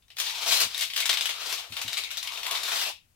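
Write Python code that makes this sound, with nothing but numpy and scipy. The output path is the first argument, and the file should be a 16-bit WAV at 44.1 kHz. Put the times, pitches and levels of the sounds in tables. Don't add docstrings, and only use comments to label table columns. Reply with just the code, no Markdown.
import sys
import numpy as np
from scipy import signal
from scipy.fft import rfft, irfft, next_fast_len
from scipy.io import wavfile
from scipy.ndimage import uniform_filter1d, map_coordinates

SR = 44100
rng = np.random.default_rng(int(sys.argv[2]) if len(sys.argv) > 2 else 0)


def put_to_file(sound):
    columns = np.atleast_2d(sound).T
    safe = np.clip(columns, -1, 1)
    whole_steps = np.round(safe * 32767)
    wavfile.write(sys.argv[1], SR, whole_steps.astype(np.int16))


N = 138915
TREBLE_HZ, TOP_HZ = 6500, 16000
CHATTER_PER_S = 4000
WALL_DELAY_S = 0.003


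def amp(db):
    return 10 ** (np.asarray(db) / 20)


def rms(x):
    return np.sqrt(np.mean(abs(x) ** 2) + 1e-20)


def unit(x):
    return x / rms(x)


def along(points, hz):
    freqs, values = np.transpose(points)
    return np.interp(np.log(hz + 1), np.log(freqs + 1), values)


def grid():
    return np.fft.rfftfreq(2 * next_fast_len(N // 2 + SR // 4), 1 / SR)


def filtered(x, response):
    return irfft(rfft(x, 2 * len(response) - 2) * response)[..., :N]


def resonance(hz, width_hz):
    f = grid()
    return 1j * f * width_hz / (hz ** 2 - f ** 2 + 1j * f * width_hz)


def wobble(per_s):
    return map_coordinates(rng.standard_normal(2048), [np.arange(N) * per_s / SR], mode="wrap")


def add(bus, start_s, sound):
    part = bus[..., max(round(start_s * SR), 0):][..., :sound.shape[-1]]
    part += sound[..., :part.shape[-1]]


def contacts(size, per_s, spread_db=4):
    hit = rng.random(size) < per_s / SR
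    polarity = np.sign(rng.standard_normal(size))
    return unit(hit * polarity * amp(spread_db * np.clip(rng.standard_normal(size), -2, 2)))


def diffuse(size):
    # freq_hz, correlation
    likeness = [(100, 0.69), (400, 0.46), (1000, 0)]
    angle = np.arccos(np.clip(along(likeness, np.fft.rfftfreq(size, 1 / SR)), -1, 1)) / 2
    mid, side = irfft(rfft(rng.standard_normal((2, size))) * [np.cos(angle), np.sin(angle)], size)
    return np.array([mid + side, mid - side])


def room_tone():
    # freq_hz, gain_db
    hush_eq = [(100, -11), (382, -23.5), (691, -23), (15800, -28)]
    # freq_hz, gain_db
    rumble_eq = [(25, -0.5), (50, 2), (110, 3), (150, -11.5), (1000, -67)]
    hush = filtered(diffuse(N), amp(along(hush_eq, grid())))
    rumble = filtered(diffuse(N), amp(along(rumble_eq, grid()))) * amp(1.8 * wobble(per_s=2.3))
    return amp(-69.5) * unit(hush) + amp(-70.5) * unit(rumble)


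def joint_clacks():
    # time_s, mid_db, treble_db, knock_hz, rattle_db (relative to the crack)
    hits = [(0.0234, -52, -88, 3530, -15), (0.0817, -48, -59, 3880, -16), (0.1024, -35.5, -56, 2930, -5),
            (0.168, -27, -42, 3470, -8.5), (0.1844, -21, -32.5, 3580, -4.5), (0.2, -17.5, -28, 4290, -5),
            (0.2686, -21, -47, 3660, -14), (0.6039, -19, -28.5, 3880, 0.5), (0.7454, -21.5, -35, 3700, -26),
            (0.7778, -27, -32, 3900, -3.5), (0.8095, -17.5, -25, 3200, -12), (0.901, -22.5, -40, 3240, -16),
            (0.9347, -20.5, -38, 3070, -8), (0.962, -15.5, -29, 3200, -4), (0.9762, -18, -33, 2930, -0.5),
            (1.0024, -14, -27, 3270, -9.5), (1.056, -13, -24, 5100, -8), (1.0926, -9.5, -24, 1860, -5.5),
            (1.1275, -17, -35, 3730, -0.5), (1.1372, -20, -35, 3260, -2), (1.172, -15.5, -33.5, 3090, -7.5),
            (1.2086, -20.5, -35, 3540, -4.5), (1.2558, -16.5, -30, 2660, -5.5),
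            (1.292, -21, -40, 2985, 0.5), (1.722, -25.5, -46, 2560, -1.5), (1.7673, -17.5, -34, 3660, -17),
            (1.8147, -22.5, -33.5, 3600, -6), (1.8794, -20.5, -33.5, 3660, -11),
            (1.93, -18, -31.5, 3730, -7.5), (1.9702, -17, -38, 3930, -21),
            (1.9763, -17, -29.5, 4720, -13.5), (2.0368, -19.5, -38.5, 3720, -10),
            (2.1057, -20.5, -39.5, 3830, -10.5), (2.1136, -23.5, -34, 2820, -18),
            (2.1714, -20.5, -32, 3820, -12), (2.177, -20.5, -36, 3850, -20.5),
            (2.2285, -21.5, -30, 3640, -17), (2.274, -19.5, -38.5, 2156, -10.5),
            (2.32, -25, -43, 2810, -22.5), (2.3573, -27, -47, 3650, -17), (2.374, -24.5, -49, 3620, -9),
            (2.4313, -22, -38.5, 3380, -7.5), (2.465, -19.5, -31.5, 3450, -11),
            (2.5104, -15.5, -29, 3400, -10.5), (2.5511, -18.5, -34.5, 3690, -7.5),
            (2.633, -23, -32.5, 3720, -8), (2.7485, -26, -38, 3950, -16)]
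    # mid_db, body_db, treble_db
    trim_db = [-2.5, -7.5, 5.5]
    scuff_s, rise_s, crack_s = 0.0007, 0.00057, 0.0017
    rattle_t60_s, knock_t60_s = 0.05, 0.036
    low_cut_hz = 414
    force, t = np.zeros((3, N)), np.arange(-SR // 50, SR // 10) / SR
    after = np.maximum(t, 0)
    attack = 1 - np.exp(-after / rise_s)
    for time_s, mid_db, treble_db, knock_hz, rattle_db in hits:
        scuff = amp(-13.5) * np.exp(-abs(t) / scuff_s) * rng.standard_normal(len(t))
        crack = np.sign(rng.standard_normal(len(t))) * np.exp(-after / crack_s)
        rattle = contacts(len(t), per_s=900) * amp(rattle_db - 60 * after / rattle_t60_s)
        side_modes_hz = knock_hz * np.exp(0.27 * rng.standard_normal(3))
        side_modes = amp(-10.5) * np.sin(2 * np.pi * np.outer(side_modes_hz, t)).sum(0)
        knock = (np.sin(2 * np.pi * knock_hz * t) + side_modes) * amp(-9 - 60 * after / knock_t60_s)
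        blow = scuff + (crack + rattle + np.outer([0.5, 0, 0], knock)) * attack
        roll_mid, roll_body, _ = roll_levels(time_s)
        level_db = np.add([mid_db, mid_db + roll_body - roll_mid, treble_db], trim_db)
        add(force, time_s + t[0], amp(level_db)[:, None] * blow)
    return filtered(force, 1j * grid() / (low_cut_hz + 1j * grid()))


def plastic_track(force, body_hz=1700):
    # freq_hz, gain_db
    shell_eq = [(88, -64.5), (150, -24.5), (264, -35.5), (430, -9.5), (564, -13.5), (727, -8), (1120, -10),
                (1590, -5.5), (3590, 0), (8470, -15), (14600, -16), (15800, -25)]
    # pitch_hz, width_hz, strength
    link_modes = [(680, 33, 1), (1097, 100, 0.98), (1398, 19, 1), (2526, 90, 0.15), (3700, 44, .3),
                  (3910, 55, 0.3)]
    f = grid()
    shell = amp(along(shell_eq, f)) * (f + 1) ** 2 / (f ** 2 + 150 ** 2)
    cepstrum = irfft(np.log(shell))
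    half = len(cepstrum) // 2
    cepstrum[1:half] *= 2
    cepstrum[half + 1:] = 0
    ring = 1 + sum(strength * resonance(hz, width) for hz, width, strength in link_modes)
    colour = np.exp(rfft(cepstrum)) * ring * (f < TOP_HZ)
    body = 1 / (1 + (f / body_hz) ** 6)
    treble = 1 - 1 / (1 + (f / TREBLE_HZ) ** 6)
    bands = [1 - body - treble, body, treble]
    return sum(filtered(x, unit(colour * band)) for x, band in zip(force, bands))


def roll_levels(t):
    # time_s, mid_db, body_db, treble_db
    swells = [(.18, -50, -60, -49), (.22, -32.5, -43, -40.5), (.30, -34.5, -54, -45),
              (.38, -35.5, -49.5, -48), (.44, -34.5, -41.5, -40), (.482, -26, -34, -32),
              (0.545, -23.5, -33, -29), (.585, -29, -36.5, -34.5), (0.626, -24.5, -34, -29),
              (.66, -49, -60, -60), (.73, -37.5, -51, -52), (.8, -30, -45.5, -39.5), (.88, -46, -61.5, -54),
              (.94, -46, -63, -58), (1.0, -38.5, -50.5, -55), (1.15, -37.5, -45.5, -47),
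              (1.36, -39.5, -50, -51.5), (1.5, -36, -43, -42.5), (1.592, -33.5, -44.5, -43.5),
              (1.659, -50.5, -55, -61.5), (1.71, -48.5, -56.5, -51.5), (1.79, -38.5, -43.5, -47.5),
              (1.87, -41, -51.5, -53), (1.974, -32.5, -46.5, -46.5), (2.1, -49.5, -60.5, -60.5),
              (2.19, -40, -57.5, -56), (2.31, -40.5, -55, -49), (2.45, -41, -47.5, -50.5),
              (2.64, -34.5, -42.5, -44), (2.739, -29.5, -39, -36.5), (2.88, -36, -46, -44.5)]
    # mid_db, body_db, treble_db
    trim_db = [-1, -0.5, 1.5]
    times, *curves = np.transpose(swells)
    return np.array([np.interp(t, times, curve) + db for curve, db in zip(curves, trim_db)])


def rolling_wheels():
    # pitch_hz, width_hz, strength (negative cuts a dip)
    wheel_modes = [(950, 72, 0.3), (1700, 820, -0.23)]
    start_s, rise_s, stop_s, release_s = 0.15, 0.06, 2.895, 0.016
    flutter_db, full_whirr_db = 3.5, -23
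    t = np.arange(N) / SR
    gate = np.clip((t - start_s) / rise_s, 0, 1) * amp(-20 * np.maximum(t - stop_s, 0) / release_s)
    chatter = contacts(N, CHATTER_PER_S) * amp(flutter_db * wobble(per_s=110))
    colour = 1 + sum(strength * resonance(hz, width) for hz, width, strength in wheel_modes)
    drone = unit(filtered(chatter, colour))
    level_db = roll_levels(t)
    whirr_gain = np.minimum(amp(level_db[0] - full_whirr_db), 1)
    whirr = whirr_gain * filtered(chatter, resonance(hz=5130, width_hz=2200))
    return amp(level_db) * gate * (drone + whirr)


def hollow_links(width_hz=190):
    # start_s, end_s, pitch_hz, level_db
    passes = [(.17, 0.503, 916, -47), (.46, 0.656, 4110, -31), (1.012, 1.04, 2180, -32.5),
              (1.03, 1.25, 1660, -52), (1.29, 1.52, 1290, -48.5), (1.72, 2.06, 3800, -47),
              (2.018, 2.09, 2270, -41.5), (2.2, 2.44, 1026, -46.5), (2.24, 2.924, 3620, -44),
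              (2.43, 2.605, 1025, -41), (2.59, 2.844, 1450, -43), (2.825, 2.887, 2624, -35.5),
              (2.85, 2.913, 760, -43)]
    t, f, out = np.arange(N) / SR, grid(), np.zeros(N)
    for start_s, end_s, pitch_hz, level_db in passes:
        band = filtered(contacts(N, CHATTER_PER_S), 1 / (1 + ((f - pitch_hz) / width_hz) ** 2) ** 2)
        swell = np.sin(np.pi * np.clip((t - start_s) / (end_s - start_s), 0, 1))
        out += amp(level_db) * unit(band * swell) * rms(swell)
    return out


def floor_thuds(attack_s=0.014, t60_s=0.13):
    # start_s, level_db (at their height)
    bumps = [(0.644, -52.5), (1.696, -50.5), (1.84, -49.5)]
    # freq_hz, gain_db
    thud_eq = [(60, -17.5), (105, 4.5), (160, -15), (230, -6.5), (380, -22), (900, -63)]
    out, t = np.zeros(N), np.arange(SR // 4) / SR
    push = (1 - np.exp(-t / attack_s)) ** 2 * amp(-60 * t / t60_s)
    for start_s, level_db in bumps:
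        boom = filtered(rng.standard_normal(N), amp(along(thud_eq, grid())))[:len(t)]
        add(out, start_s, amp(level_db) * unit(boom * push) * rms(push) / push.max())
    return out


def circling(x, turn_hz=1.316, max_lag_s=0.00007):
    n = np.arange(N)
    lag = max_lag_s * SR * np.sin(2 * np.pi * turn_hz * n / SR) / 2
    return np.array([map_coordinates(x, [n + side * lag]) for side in (1, -1)])


def wall_echoes(x, count=10, latest_s=0.022):
    f = grid()
    delays = rng.uniform(WALL_DELAY_S, latest_s, (count, 2, 1))
    taps = sum(np.exp(-2j * np.pi * f * delay) for delay in delays) / np.sqrt(count)
    return np.array([filtered(x, side / (1 + 1j * f / TREBLE_HZ)) for side in taps])


def room_tail(x, frame=256):
    # freq_hz, t60_s
    decay = [(150, 0.094), (600, 0.13), (1700, 0.18), (2600, 0.27), (3800, 0.23), (7000, 0.19),
             (15000, 0.19)]
    delayed = np.pad(x, (round(WALL_DELAY_S * SR), 0))[:N]
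    hz, t, spectrum = signal.stft(delayed, SR, nperseg=frame)
    power = uniform_filter1d(abs(spectrum) ** 2, size=2, axis=0)
    feedback = amp(-60 * t[1] / along(decay, hz)) ** 2
    stored = np.array([signal.lfilter([1 - k], [1, -k], band) for k, band in zip(feedback, power)])
    field = signal.stft(diffuse(N + 1)[:, :N], SR, nperseg=frame)[2]
    tail = signal.istft(field * np.sqrt(abs(stored)), SR, nperseg=frame)[1][:, :N]
    return unit(tail) * np.std(x)


def scene():
    roll = plastic_track(rolling_wheels()) + hollow_links()
    clacks = plastic_track(joint_clacks())
    direct = circling(amp(-5.5) * roll + amp(-2.5) * clacks)
    echoes = amp(-7) * wall_echoes(roll + clacks)
    reverb = room_tail(amp(-2.5) * roll + amp(-1.5) * clacks)
    return direct + echoes + reverb + floor_thuds() + room_tone()


def record(dry):
    # freq_hz, left_over_right_db
    balance = [(60, 0), (110, 4), (700, 6), (1290, 3), (2380, 7.5), (4400, 6), (8120, 9.5), (15000, 3.5)]
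    f = grid()
    lean_db = along(balance, f) / 2
    return np.array([filtered(x, amp(side * lean_db) * (f < TOP_HZ)) for x, side in zip(dry, (1, -1))])


dry = scene()
out = record(dry)
put_to_file(out)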